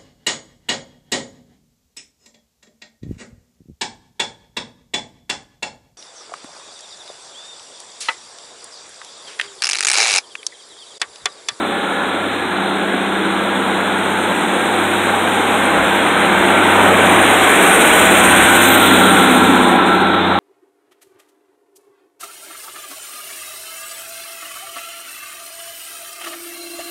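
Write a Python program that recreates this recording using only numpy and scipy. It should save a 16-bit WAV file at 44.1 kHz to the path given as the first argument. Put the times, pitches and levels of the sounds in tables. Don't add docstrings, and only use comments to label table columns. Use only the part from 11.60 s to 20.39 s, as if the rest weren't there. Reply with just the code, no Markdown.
import sys
import numpy as np
from scipy import signal
from scipy.fft import rfft, irfft, next_fast_len
from scipy.io import wavfile
from scipy.ndimage import uniform_filter1d, minimum_filter1d, map_coordinates

SR = 44100
rng = np.random.default_rng(int(sys.argv[2]) if len(sys.argv) > 2 else 0)


def store_wav(level_fs):
    pcm = np.round(np.clip(np.atleast_2d(level_fs), -1, 1) * 32767)
    wavfile.write(sys.argv[1], SR, pcm.T.astype(np.int16))


N = 387638
TIME = np.arange(N) / SR

# time_s, firing_hz
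FIRING_RATE = [(0, 98.3), (1, 97.7), (3, 97.5), (5.6, 97.4), (6.4, 96.7), (7.1, 95.5), (7.7, 94.8),
               (8.3, 93.9), (8.79, 93.4)]
# time_s, level_db
FIRING_NOTE = [(0.0, -45), (0.27, -52.5), (0.66, -41), (1.22, -48), (2.67, -39.5), (2.84, -48.5),
               (3.23, -36.5), (4.68, -40), (5.24, -29.5), (5.7, -32.5), (6.22, -48), (6.36, -34),
               (7.37, -29.5), (7.76, -39.5), (7.83, -30.5), (8.17, -40.5), (8.74, -31.5), (8.79, -34)]
# time_s, level_db
FIRING_OCTAVE = [(0.0, -40), (0.37, -32.5), (0.85, -43), (1.0, -28), (1.74, -27), (4.11, -36.5),
                 (4.28, -26), (4.48, -42), (4.55, -34), (4.7, -25), (6.19, -36.5), (6.51, -23), (7.1, -29),
                 (7.46, -18), (7.69, -23.5), (8.79, -25.5)]
# time_s, level_db
FAN_LEVEL = [(0, -33), (.55, -41), (.9, -29), (2.4, -34), (3.35, -26), (3.95, -44), (4.8, -24), (6.25, -30),
             (7.1, -21.5), (7.75, -32), (8.1, -22), (8.79, -26)]
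# frequency_hz, gain_db
BLOCK_SPECTRUM = [(30, -44), (48, -36), (64, -16), (82, -32), (125, -24), (160, -5), (210, 4), (255, 1),
                  (310, 1), (450, -0.5), (600, -13), (800, -6.5), (1100, -4.5), (2000, -31)]
# frequency_hz, density_db_per_hz
CLATTER_SPECTRUM = [(300, -28), (900, -10), (1500, 0.5), (1850, 1.5), (2350, 2), (2800, -3.5), (3300, -4.5),
                    (4000, -24), (5500, -23), (9000, -39.5)]
# frequency_hz, density_db_per_hz
RATTLE_SPECTRUM = [(2000, -28), (2900, -4), (3400, 7), (4000, -0.5), (4400, -0.5), (6000, -43)]
# time_s, level_db
AIR_LEVEL = [(0.05, -48), (1.33, -46.5), (3.31, -38.5), (4.73, -38), (5.97, -29), (6.04, -26.5),
             (6.95, -26.5), (7.66, -32), (8.11, -38.5), (8.23, -48), (8.28, -42), (8.6, -54.5), (8.72, -54)]
# frequency_hz, density_db_per_hz
HISS_SPECTRUM = [(2000, -38), (3800, -0.5), (6300, -3), (7500, 1.5), (8600, 7), (9300, 2.5), (9800, -6),
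                 (11600, -15), (14200, -24), (15500, -37)]
# frequency_hz, density_db_per_hz
SPRAY_SPECTRUM = [(7000, -32), (9800, -2), (11600, 2), (13000, -4.5), (14200, -7), (15500, -13)]
# frequency_hz, density_db_per_hz
ROLLING_SPECTRUM = [(20, -54), (55, -36), (125, -27), (175, -3.5), (240, -4.5), (450, -0.5), (620, -0.5),
                    (900, 0), (1150, -3.5), (1600, -4.5), (2400, -24.5), (4500, -59)]
# frequency_hz, density_db_per_hz
RUMBLE_SPECTRUM = [(15, -13), (40, -17), (60, 15), (90, 0), (160, -10), (300, -29)]
# centre_hz, width_hz, gain_db
PANELS = [(789, 81, 3.5), (1350, 114, 4.5), (1557, 200, 0.5), (2260, 160, -23), (3620, 480, -5.5)]
# time_s, mesh_hz
GEAR_MESH = [(0, 1725), (1, 1680), (2, 1635), (3, 1600), (4.4, 1550), (6.2, 1505), (6.9, 1470), (7.3, 1375),
             (7.7, 1345), (8.79, 1335)]
# middle_s, length_s, pitch_hz, level_db
RESONANT_SONGS = [(.25, 1.2, 559, -33), (0.152, 0.38, 808, -30.5), (1.207, 0.78, 293, -30.5),
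                  (1.68, .4, 323.7, -24), (2.6, 1.2, 870, -29.5), (2.3, 0.79, 1450, -30),
                  (3.8, 1.1, 829, -28), (5.15, .88, 1373, -27), (5.53, 0.18, 959, -23.5),
                  (6.196, 0.48, 1470, -21.5), (6.444, 0.64, 644, -22), (6.68, .25, 1013, -21.5),
                  (6.903, 0.9, 1557, -20.5), (7.153, 0.25, 261.6, -20), (8.1, 0.75, 995, -24.5)]
# start_s, level_db
SPIT_BURSTS = [(6.215, -16), (6.59, -14), (6.65, -17), (6.845, -20), (7.035, -13), (7.285, -23),
               (7.62, -24), (8.07, -29), (8.26, -31)]
SOURCE_PLACES = { "rolling": (9, 6, -13, 5.5, 5), "ground": (10.5, 7.5, -39.5, 13, 23),
                 "rails": (5, 4, -27.5, 4.5, -0.5), "underframe": (16, 2, -16.5, 2.5, 2.3),
                 "gears": (15.5, 2, -20, 3.6, 4.5), "clatter": (12, 5, -13.6, 6, 10.5),
                 "injectors": (15.5, 0.98, -19.5, 3, 5.5), "block": (17.5, 3.5, -17.5, 3.1, 6.5),
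                 "hollow": (18, 2.5, -20, 3, 10), "crankcase": (18, 1.5, -19, 6.5, 9),
                 "whistle": (14.5, 0.54, -29.5, 13, 8.5), }
# frequency_hz, gain_db
MIC_RESPONSE = [(4000, 0.5), (4250, -11.5), (4450, -45), (5000, -37), (5400, -16), (6200, -2.5),
                (7000, 0.5)]

SPEED_M_PER_S, CAB_ALONGSIDE_S = 4.7, 4.0
FAN_RATIO = 3.655
HISS_DB, SPRAY_DB, LOWER_DB, UPPER_DB = 5, -3, -1.5, -10.5
SPRAY_GROWS, WHISTLE_GROWS = 0.24, 0.2
LOWER_HZ, PARTNER_HZ, UPPER_HZ = 8950, 9250, 13870
PUFF_COMING, PUFF_GOING, PUFF_CHANGE_S = 0.055, 0.14, (5.8, 6)
RAIL_HZ, HOLLOW_HZ, HOLLOW_WIDTH_HZ = 795, 292, 50
SPIT_ATTACK_S, SPIT_T60_S = 0.0026, 0.098
TOP_HZ = 15750


def amp(db):
    return 10 ** (np.asarray(db) / 20)


def unit(x):
    return x / np.sqrt(np.mean(x ** 2) + 1e-20)


def gain(points, hz):
    f, db = np.transpose(points)
    return amp(np.interp(np.log(hz + 1), np.log(f + 1), db))


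def curve(rows):
    s, values = np.transpose(rows)
    return np.interp(TIME, s, values)


def wobble(knots_per_s):
    coarse = np.append(TIME[::64], TIME[-1])
    knots = rng.standard_normal(int(TIME[-1] * knots_per_s) + 4)
    return np.interp(TIME, coarse, map_coordinates(knots, [coarse * knots_per_s]))


def filtered(x, response):
    m = next_fast_len(N + SR // 2)
    return irfft(rfft(x, m) * response(np.fft.rfftfreq(m, 1 / SR)), m)[:N]


def rush(response, patchy_db):
    z = signal.stft(rng.standard_normal(N), nperseg=1024)[2]
    field = uniform_filter1d(rng.standard_normal(z.shape), size=5, axis=0)
    field = uniform_filter1d(field, size=16, axis=1)
    noise = signal.istft(z * amp(patchy_db * unit(field)), nperseg=1024)[1][:N]
    return unit(filtered(noise, response))


def turns(hz):
    return 2 * np.pi * np.cumsum(hz) / SR


def fuzzy(phase, knots_per_s):
    return unit(wobble(knots_per_s) * np.cos(phase) + wobble(knots_per_s) * np.sin(phase))


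def throb(phase, sharpness):
    return unit(np.exp(sharpness * np.cos(phase)))


def passing(source):
    behind_m, closest_m, db, coming_db, going_db = SOURCE_PLACES[source]
    past_m = SPEED_M_PER_S * (TIME - CAB_ALONGSIDE_S) - behind_m
    doublings = np.log2(np.hypot(past_m / closest_m, 1))
    return amp(db - doublings * np.where(past_m < 0, coming_db, going_db))


def exhaust(firing):
    note = amp(curve(FIRING_NOTE)) * unit(np.sin(firing))
    octave = amp(curve(FIRING_OCTAVE)) * unit(np.sin(2 * firing + 0.13 * wobble(7)))
    return note + octave


def crankcase(firing):
    boom = np.sin(firing * 8 / 3 + 0.36 * wobble(9.6))
    return passing("crankcase") * unit(amp(2.2 * wobble(9)) * boom)


def cooling_fan(firing):
    return amp(curve(FAN_LEVEL)) * unit(np.sin(FAN_RATIO * firing + 0.2 * wobble(6.9)))


def block(cycle, odd_db, count=90):
    cycle_hz = np.mean(np.array(FIRING_RATE)[:, 1]) / 6
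    hum = np.zeros(N)
    for k in np.setdiff1d(np.arange(count) + 1, [6, 12, 16, 22]):
        fading_db = min(k / 4, 4) * wobble(2.4)
        drift = rng.uniform(0, 2 * np.pi) + .5 * wobble(2.5)
        level_db = odd_db * (k % 2) + fading_db
        hum += gain(BLOCK_SPECTRUM, k * cycle_hz) * amp(level_db) * np.sin(k * cycle + drift)
    return passing("block") * unit(hum)


def growl(cycle):
    hollow = lambda hz: 1 / (1 + ((hz - HOLLOW_HZ) / HOLLOW_WIDTH_HZ) ** 4)
    return passing("hollow") * throb(2 * cycle, sharpness=0.26) * rush(hollow, patchy_db=1.0)


def clatter(cycle, firing):
    beat = throb(firing, sharpness=0.091) * throb(cycle, sharpness=0.02) * throb(2 * cycle, sharpness=0.044)
    knock = passing("clatter") * rush(lambda hz: gain(CLATTER_SPECTRUM, hz), patchy_db=0.3)
    rattle = passing("injectors") * rush(lambda hz: gain(RATTLE_SPECTRUM, hz), patchy_db=1.0)
    return beat * (knock + rattle)


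def air(cycle, firing_hz):
    level_db = curve(AIR_LEVEL)
    near_db = level_db - level_db.max()
    doppler = turns(firing_hz / FIRING_RATE[2][1])
    depth = np.interp(TIME, PUFF_CHANGE_S, [PUFF_COMING, PUFF_GOING])
    unsteady = amp(.55 * wobble(25) + .6 * wobble(250))
    puffs = throb(cycle, depth) * throb(2 * cycle, depth / 2) * unsteady

    hiss = amp(HISS_DB) * rush(lambda hz: gain(HISS_SPECTRUM, hz), patchy_db=1.5)
    spray = rush(lambda hz: gain(SPRAY_SPECTRUM, hz), patchy_db=2.5)
    spray = amp(SPRAY_DB + SPRAY_GROWS * near_db) * spray

    flutter = amp(3 * wobble(16))
    lower = fuzzy(LOWER_HZ * doppler, knots_per_s=420) * flutter
    lower = lower + amp(-9) * fuzzy(PARTNER_HZ * doppler, knots_per_s=160)
    upper = fuzzy(UPPER_HZ * doppler, knots_per_s=570) * amp(1.5 * wobble(15))
    whistles = amp(WHISTLE_GROWS * near_db) * (amp(LOWER_DB) * lower + amp(UPPER_DB) * upper)
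    return puffs * (amp(level_db) * (hiss + spray + whistles) + passing("whistle") * upper)


def wheels():
    roar = rush(lambda hz: gain(ROLLING_SPECTRUM, hz), patchy_db=1.5)
    roar = passing("rolling") * amp(0.35 * wobble(14)) * roar
    rumble = passing("ground") * rush(lambda hz: gain(RUMBLE_SPECTRUM, hz), patchy_db=3)
    return roar + rumble


def panel_response(hz):
    total = 0
    for k, (centre, width, db) in enumerate(PANELS):
        damping = 1j * hz * width
        total = total + (-1) ** k * amp(db) * damping / (centre * centre - hz * hz + damping)
    return total / (1 + (hz / 4800) ** 8)


def underframe():
    return passing("underframe") * rush(panel_response, patchy_db=2)


def gears():
    return passing("gears") * fuzzy(turns(curve(GEAR_MESH)), knots_per_s=30)


def rails():
    return passing("rails") * fuzzy(2 * np.pi * RAIL_HZ * TIME, knots_per_s=50)


def songs():
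    out = np.zeros(N)
    for middle_s, length_s, hz, db in RESONANT_SONGS:
        swell = np.cos(np.pi * np.clip((TIME - middle_s) / length_s, -.5, .5))
        tone = unit(np.sin(2 * np.pi * hz * TIME + 0.92 * wobble(45)))
        out += amp(db) * swell * tone
    return out


def spits():
    bursts = np.zeros(N)
    for start_s, db in SPIT_BURSTS:
        age = np.maximum(TIME - start_s, 0)
        bursts += amp(db - 60 * age / SPIT_T60_S) * (1 - np.exp(-age / SPIT_ATTACK_S))
    return bursts * rush(lambda hz: gain(HISS_SPECTRUM, hz), patchy_db=1.5)


def scene():
    firing_hz = curve(FIRING_RATE)
    firing = turns(firing_hz)
    cycle = firing / 6
    drone = exhaust(firing) + crankcase(firing) + cooling_fan(firing)
    drone = drone + block(cycle, odd_db=-3.5) + growl(cycle)
    engine = drone + clatter(cycle, firing) + air(cycle, firing_hz) + spits()
    running_gear = wheels() + underframe() + gears() + rails() + songs()
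    return (engine + running_gear)[None]


def record(dry):
    heard = filtered(dry[0], lambda hz: gain(MIC_RESPONSE, hz))
    needed = np.minimum(1, .96 / (np.abs(heard) + 1e-9))
    held = minimum_filter1d(needed, size=161)
    smooth = uniform_filter1d(uniform_filter1d(held, size=81), size=81)
    return filtered(heard * smooth, lambda hz: hz < TOP_HZ)[None]


dry = scene()
out = record(dry)
store_wav(out)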